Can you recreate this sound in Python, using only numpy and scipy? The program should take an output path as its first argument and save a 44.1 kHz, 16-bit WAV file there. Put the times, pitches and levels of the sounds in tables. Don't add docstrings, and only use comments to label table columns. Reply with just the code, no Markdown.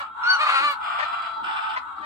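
import sys
import numpy as np
from scipy import signal
from scipy.fft import rfft, irfft, next_fast_len
from scipy.io import wavfile

SR = 44100
rng = np.random.default_rng(int(sys.argv[2]) if len(sys.argv) > 2 else 0)


def dump(signal):
    limited = np.clip(np.atleast_2d(signal).T, -1, 1)
    pcm = np.round(limited * 32767).astype(np.int16)
    wavfile.write(sys.argv[1], SR, pcm)


N = 90404

# time in seconds, pitch in Hz, level in dB.
SHRIEK_PATH = [(.229, 1340, -45), (.236, 1392, -20), (.256, 1415, -21.5), (.298, 1502, -16.5),
               (.342, 1478, -19.5), (.362, 1398, -21.5), (.385, 1240, -37)]
# multiple of the pitch, level in dB.
SHRIEK_HARMONICS = [(1, 0), (2, -23), (3, -24), (4, -30), (6, -47)]
# time in seconds, pitch in Hz, level in dB, roughness from 0 to 1,
# gain of the half-pitch lines in dB.
SQUAWK_PATH = [(.378, 590, -30, .3, -30), (.396, 560, -24, .15, -25), (.412, 615, -16, .15, -14),
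               (.446, 595, -21, .35, -14), (.47, 590, -21, .65, -3), (.51, 550, -20.5, .55, 2),
               (.578, 536, -23, .22, 5), (.615, 552, -25.5, .06, 2), (.647, 597, -18, .02, -6),
               (.708, 570, -21, .06, -24), (.745, 520, -33, .4, -13)]
# frequency in Hz, gain in dB.
SQUAWK_THROAT = [(300, -39), (580, -17), (850, -11), (1200, 4), (1400, 2.5), (1650, -8.5), (2200, -6),
                 (2850, -11), (3400, -20.5), (4130, -14), (4720, -23), (5400, -38.5), (6800, -38),
                 (8000, -34.5), (11000, -47.5), (15500, -75)]
# frequency in Hz, gain in dB.
HISS_SPECTRUM = [(3000, 0), (15000, 0)]
# start and length in seconds, relative level in dB, rise and fall
# in seconds, factor on the throat's frequencies, lag at the left microphone in samples.
FAR_GROWLS = [(-.1, 0.19, -35, .03, 0.12, 0.9, 7.3), (0.788, 0.31, -31, 0.072, 0.026, 0.95, 19),
              (1.072, 0.3, -33, 0.0072, 0.13, 0.95, 19), (1.43, 0.33, -31.5, 0.0029, 0.011, 0.99, 10.5)]
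# frequency in Hz, gain in dB.
GROWL_FORMANTS = [(500, -53), (730, -4.5), (890, -5.5), (1030, -9), (1280, 3), (1480, 0), (1750, -14.5),
                  (2500, -14), (3600, -14.5), (4400, -27), (5400, -29.5), (6400, -57), (8000, -31),
                  (11300, -52.5), (15500, -61.5)]
# start and length in seconds, pitch in Hz, level in dB,
# roughness from 0 to 1, left over right in dB.
NEAR_CLUCKS = [(-.03, 0.061, 565, -32, 0.2, -1.5), (0.98, 0.041, 594, -25.5, 0.61, 2.5),
               (1.016, 0.031, 599.7, -25, 0.25, 7.5), (1.756, 0.032, 495.2, -25, 0.4, 2.5),
               (2.02, 0.073, 612, -38.5, 0.1, -3)]
# frequency in Hz, gain in dB.
CLUCK_FORMANTS = [(300, -43), (570, -2), (1000, 13), (1300, 4.5), (1850, 10), (2500, -4), (3500, -10),
                  (4400, -13), (6300, -31.5), (8200, -38), (15500, -71.5)]
# start in seconds, level in dB.
NEAR_POPS = [(1.439, -22), (1.977, -27.5)]
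# start and length in seconds, pitch in Hz, relative level in dB.
THIN_CALLS = [(0.148, 0.13, 442, -42.5), (.785, 0.045, 437, -37.5), (1.038, 0.384, 662.3, -39),
              (1.35, 0.098, 441, -38), (1.455, 0.286, 439.9, -35.5), (1.545, 0.1, 401, -39.5),
              (1.955, 0.12, 642.7, -46.5)]
# frequency in Hz, gain in dB.
THIN_FORMANTS = [(480, -46.5), (660, -22.5), (880, 27), (1050, -1.5), (1320, -2.5), (1750, -26),
                 (2600, -36), (3650, -12), (4600, -28.5), (6000, -46), (15000, -84)]
# frequency in Hz, gain in dB.
MURMUR_SPECTRUM = [(500, -34.5), (720, -19.5), (900, 1), (1050, -17), (1310, 2.5), (1480, -7), (1750, -31),
                   (2700, -34), (3800, -29), (4600, -54), (6200, -57), (8000, -42), (11000, -56),
                   (15500, -84.5)]
# time in seconds, level in dB.
MURMUR_LEVEL = [(0, -28), (0.126, -45), (0.222, -28.5), (0.499, -27), (0.778, -31.5), (1.37, -36.5),
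                (1.6, -36.5), (2.05, -36)]
# start in seconds, level in dB.
LEFT_BUMPS = [(0.589, -52.5), (1.407, -57), (1.979, -58.5)]
# frequency in Hz, gain in dB.
BUMP_SPECTRUM = [(110, -31), (200, -9.5), (320, -0.5), (470, -16.5), (1200, -56.5)]
# frequency in Hz, gain in dB.
RUMBLE_SPECTRUM = [(25, -46), (52, -14), (65, -10.5), (83, -1.5), (105, -20), (300, -9.5), (480, -23),
                   (900, -62.5)]
# frequency in Hz, seconds for the tail to fall 60 dB.
SHED_DECAY = [(200, 0.095), (1200, 0.28), (4000, 0.17), (12000, 0.077)]
# frequency in Hz, left over right in dB.
PAIR_BALANCE = [(700, 0), (1300, 0.5), (2400, 4.5), (4400, 1.5), (8000, -1.5), (14000, 19)]

BAND_LIMIT_HZ = 15700
NEAR_LOW_CUT_HZ, FAR_LOW_CUT_HZ = 507, 645


def shriek(jitter=0.0057, flutter_db=5.0, ring_hz=4480, ring_width_hz=80, ring_db=10):
    hz, db = controls(SHRIEK_PATH)
    n = len(hz)
    phase = 2 * np.pi * np.cumsum(hz * (1 + jitter * wander(n, 700))) / SR
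    tone = np.zeros(n)
    for k, partial_db in SHRIEK_HARMONICS:
        resonance = ring_db / (1 + ((k * hz - ring_hz) / ring_width_hz) ** 2)
        flutter = flutter_db * (k > 1) * wander(n, 67)
        tone += amp(partial_db + resonance + flutter) * np.sin(k * phase)
    breath = amp(-15.5) * colour(rng.standard_normal(n), SQUAWK_THROAT)
    return amp(db) * (evened(tone) + breath)


def squawk(rattle_db=4, rattle_hz=220):
    hz, db, rough, half_db = controls(SQUAWK_PATH)
    rattle = rattle_db * rough * wander(len(hz), rattle_hz)
    envelope = amp(db + rattle) * signal.windows.tukey(len(hz), .05)
    return envelope * voice(hz, rough, SQUAWK_THROAT, half_db, jitter=0.0042)


def voice(hz, rough, throat, half_db=-60, jitter=.005, count=48):
    n, block = len(hz), 64
    waver = (jitter + .06 * rough) * wander(n, 259.08)
    phase = 2 * np.pi * np.cumsum(hz * (1 + waver)) / SR
    phase += np.pi * .008 * wander(n, 1500)
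    k = np.arange(1, count + 1)[:, None]
    line_hz = k * hz[::block] / 2
    line_db = read(throat, line_hz) + (k % 2) * (half_db * np.ones(n))[::block]
    gains = np.repeat(amp(line_db) * (line_hz < BAND_LIMIT_HZ), block, axis=1)[:, :n]
    tone = (gains * np.cos(k * phase / 2 + rng.uniform(0, np.pi, (count, 1)))).sum(0)
    air = colour((1 + np.cos(phase)) * rng.standard_normal(n), throat)
    return ((1 - rough) * evened(tone) + rough * air) / np.hypot(1 - rough, rough)


def growl(length, db, rise, fall, formant_scale, snaps_per_s=94, puff_s=0.0049):
    t = np.arange(0, length, 1 / SR)
    cycles = np.cumsum(snaps_per_s * np.exp(.35 * wander(len(t), 120))) / SR
    snaps = np.diff(np.floor(cycles), prepend=0)
    puffs = 0.23 + np.exp(-(cycles % 1) / snaps_per_s / puff_s)
    air = puffs * amp(3 * wander(len(t), 85.36)) * rng.standard_normal(len(t))
    envelope = np.clip(np.minimum(t / rise, (length - t) / fall), 0, 1)
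    rasp = colour(evened(air) + 0.59 * evened(snaps), GROWL_FORMANTS, formant_scale)
    return amp(db) * envelope * rasp


def call(length, hz, db, rough, throat, arch=0.032, count=48, fade_s=0.012):
    t = np.arange(0, length, 1 / SR)
    pitch = hz * (1 + arch * (np.sin(np.pi * t / length) - 2 / np.pi))
    envelope = np.clip(np.minimum(t, length - t) / fade_s, 0, 1)
    return amp(db) * envelope * voice(pitch, rough, throat, count=count)


def pop(db, hz=1324, length_s=0.0154):
    t = np.arange(0, length_s, 1 / SR)
    return amp(db) * np.sin(np.pi * t / length_s) ** 2 * np.sin(2 * np.pi * hz * t)


def flock(calls_per_s=45, spread_db=3, blur_db=-5):
    calls = np.zeros((2, N))
    for i, (when, length, pitch, loud, side) in enumerate(rng.random((128, 5))):
        start = (i + when) / calls_per_s - .1
        if start < N / SR:
            note = call(0.038 + 0.1457 * length, 300 + 380 * pitch, spread_db * (2 * loud - 1),
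                        rough=0.11, throat=MURMUR_SPECTRUM, count=28)
            add(calls, start, place(note, side_db=7 * (2 * side - 1)))
    blur = np.array([colour(noise, MURMUR_SPECTRUM) for noise in rng.standard_normal((2, N))])
    blur = blur + 0.36 * blur[::-1]
    level = amp(np.interp(np.arange(N) / SR, *np.transpose(MURMUR_LEVEL)))
    echoing_calls = evened(calls + 1.51 * shed(calls))
    return level * evened(echoing_calls + amp(blur_db) * blur)


def swell(db, rise_s, spectrum):
    age = np.arange(0, 10 * rise_s, 1 / SR) / rise_s
    return amp(db) * age * np.exp(1 - age) * colour(rng.standard_normal(len(age)), spectrum)


def rumble():
    common, left, right = [colour(noise, RUMBLE_SPECTRUM) for noise in rng.standard_normal((3, N))]
    return amp(-65) * (place(common, side_db=5.5) + np.array([left, right]))


def shed(x, reflections_per_s=2500):
    taps = rng.choice([-1., 1.], (2, SR // 2)) * (rng.random((2, SR // 2)) < reflections_per_s / SR)
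    taps[:, :130] = 0
    hz, t, bands = signal.stft(taps, SR, nperseg=256)
    decay = amp(-60 * t / read(SHED_DECAY, hz)[:, None])
    early_lift = 1 + 3.2 * np.exp(-t / 0.052)
    tail = signal.istft(bands * decay * early_lift, SR, nperseg=256)[1]
    tail /= np.linalg.norm(tail, axis=1, keepdims=True)
    return signal.fftconvolve(x, tail, axes=1)[:, :N]


def brighten(x, db_per_octave=7.5):
    octaves = np.log2(np.clip(np.fft.rfftfreq(N, 1 / SR) / 1500, 1, 4))
    return irfft(rfft(x) * amp(db_per_octave * octaves), N)


def amp(db):
    return 10 ** (np.asarray(db) / 20)


def evened(x):
    return x / np.sqrt(np.mean(x ** 2) + 1e-20)


def read(points, hz):
    f, value = np.transpose(points)
    return np.interp(np.log(hz + 1), np.log(f + 1), value)


def controls(table):
    times, *columns = np.transpose(table)
    t = np.arange(times[0], times[-1], 1 / SR)
    return [np.interp(t, times, column) for column in columns]


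def colour(x, spectrum, scale=1):
    n = next_fast_len(len(x) + 2048)
    gain = amp(read(spectrum, np.fft.rfftfreq(n, 1 / SR) / scale))
    return evened(irfft(rfft(x, n) * gain, n)[:len(x)])


def wander(n, rate_hz):
    return np.interp(np.arange(n) * rate_hz / SR, np.arange(4096), rng.standard_normal(4096))


def low_cut(x, hz):
    return signal.sosfilt(signal.butter(6, hz, "high", fs=SR, output="sos"), x)


def place(x, side_db=0, lag=0):
    samples = np.arange(len(x))
    left = np.interp(samples - lag, samples, x)
    return np.array([left * amp(side_db / 2), x * amp(-side_db / 2)])


def add(mix, start_s, sound):
    at = round(start_s * SR)
    sound = sound[:, max(-at, 0):]
    part = mix[:, max(at, 0):][:, :sound.shape[1]]
    part += sound[:, :part.shape[1]]


def scene():
    near, far, bumps = np.zeros((3, 2, N))
    add(near, SHRIEK_PATH[0][0], place(shriek(), lag=6))
    add(near, SQUAWK_PATH[0][0], place(squawk(), lag=7))
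    for start, *row, lag in FAR_GROWLS:
        add(far, start, place(growl(*row), lag=lag))
    for start, *row, side_db in NEAR_CLUCKS:
        add(near, start, place(call(*row, CLUCK_FORMANTS), side_db, lag=13.1))
    for start, *row in THIN_CALLS:
        add(far, start, place(call(*row, rough=0.18, throat=THIN_FORMANTS, arch=0.012)))
    add(near, .704, place(swell(db=-53, rise_s=0.0078, spectrum=HISS_SPECTRUM)))
    for start, db in NEAR_POPS:
        add(near, start, place(pop(db)))
    for start, db in LEFT_BUMPS:
        add(bumps, start, place(swell(db, rise_s=0.033, spectrum=BUMP_SPECTRUM), side_db=16.5))
    near = low_cut(near, NEAR_LOW_CUT_HZ)
    distant = low_cut(amp(-3) * far + amp(-2) * shed(far) + flock(), FAR_LOW_CUT_HZ)
    near_echo = shed(amp(-13) * brighten(near))
    return near + near_echo + distant + bumps + rumble()


def record(dry):
    balance_db = read(PAIR_BALANCE, np.fft.rfftfreq(2 * N, 1 / SR))
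    heard = irfft(rfft(dry, 2 * N) * amp([balance_db / 2, -balance_db / 2]), 2 * N)[:, :N]
    low_pass = signal.firwin(511, BAND_LIMIT_HZ, window=("kaiser", 9), fs=SR)
    return signal.oaconvolve(heard, low_pass[None], "same")


dry = scene()
out = record(dry)
dump(out)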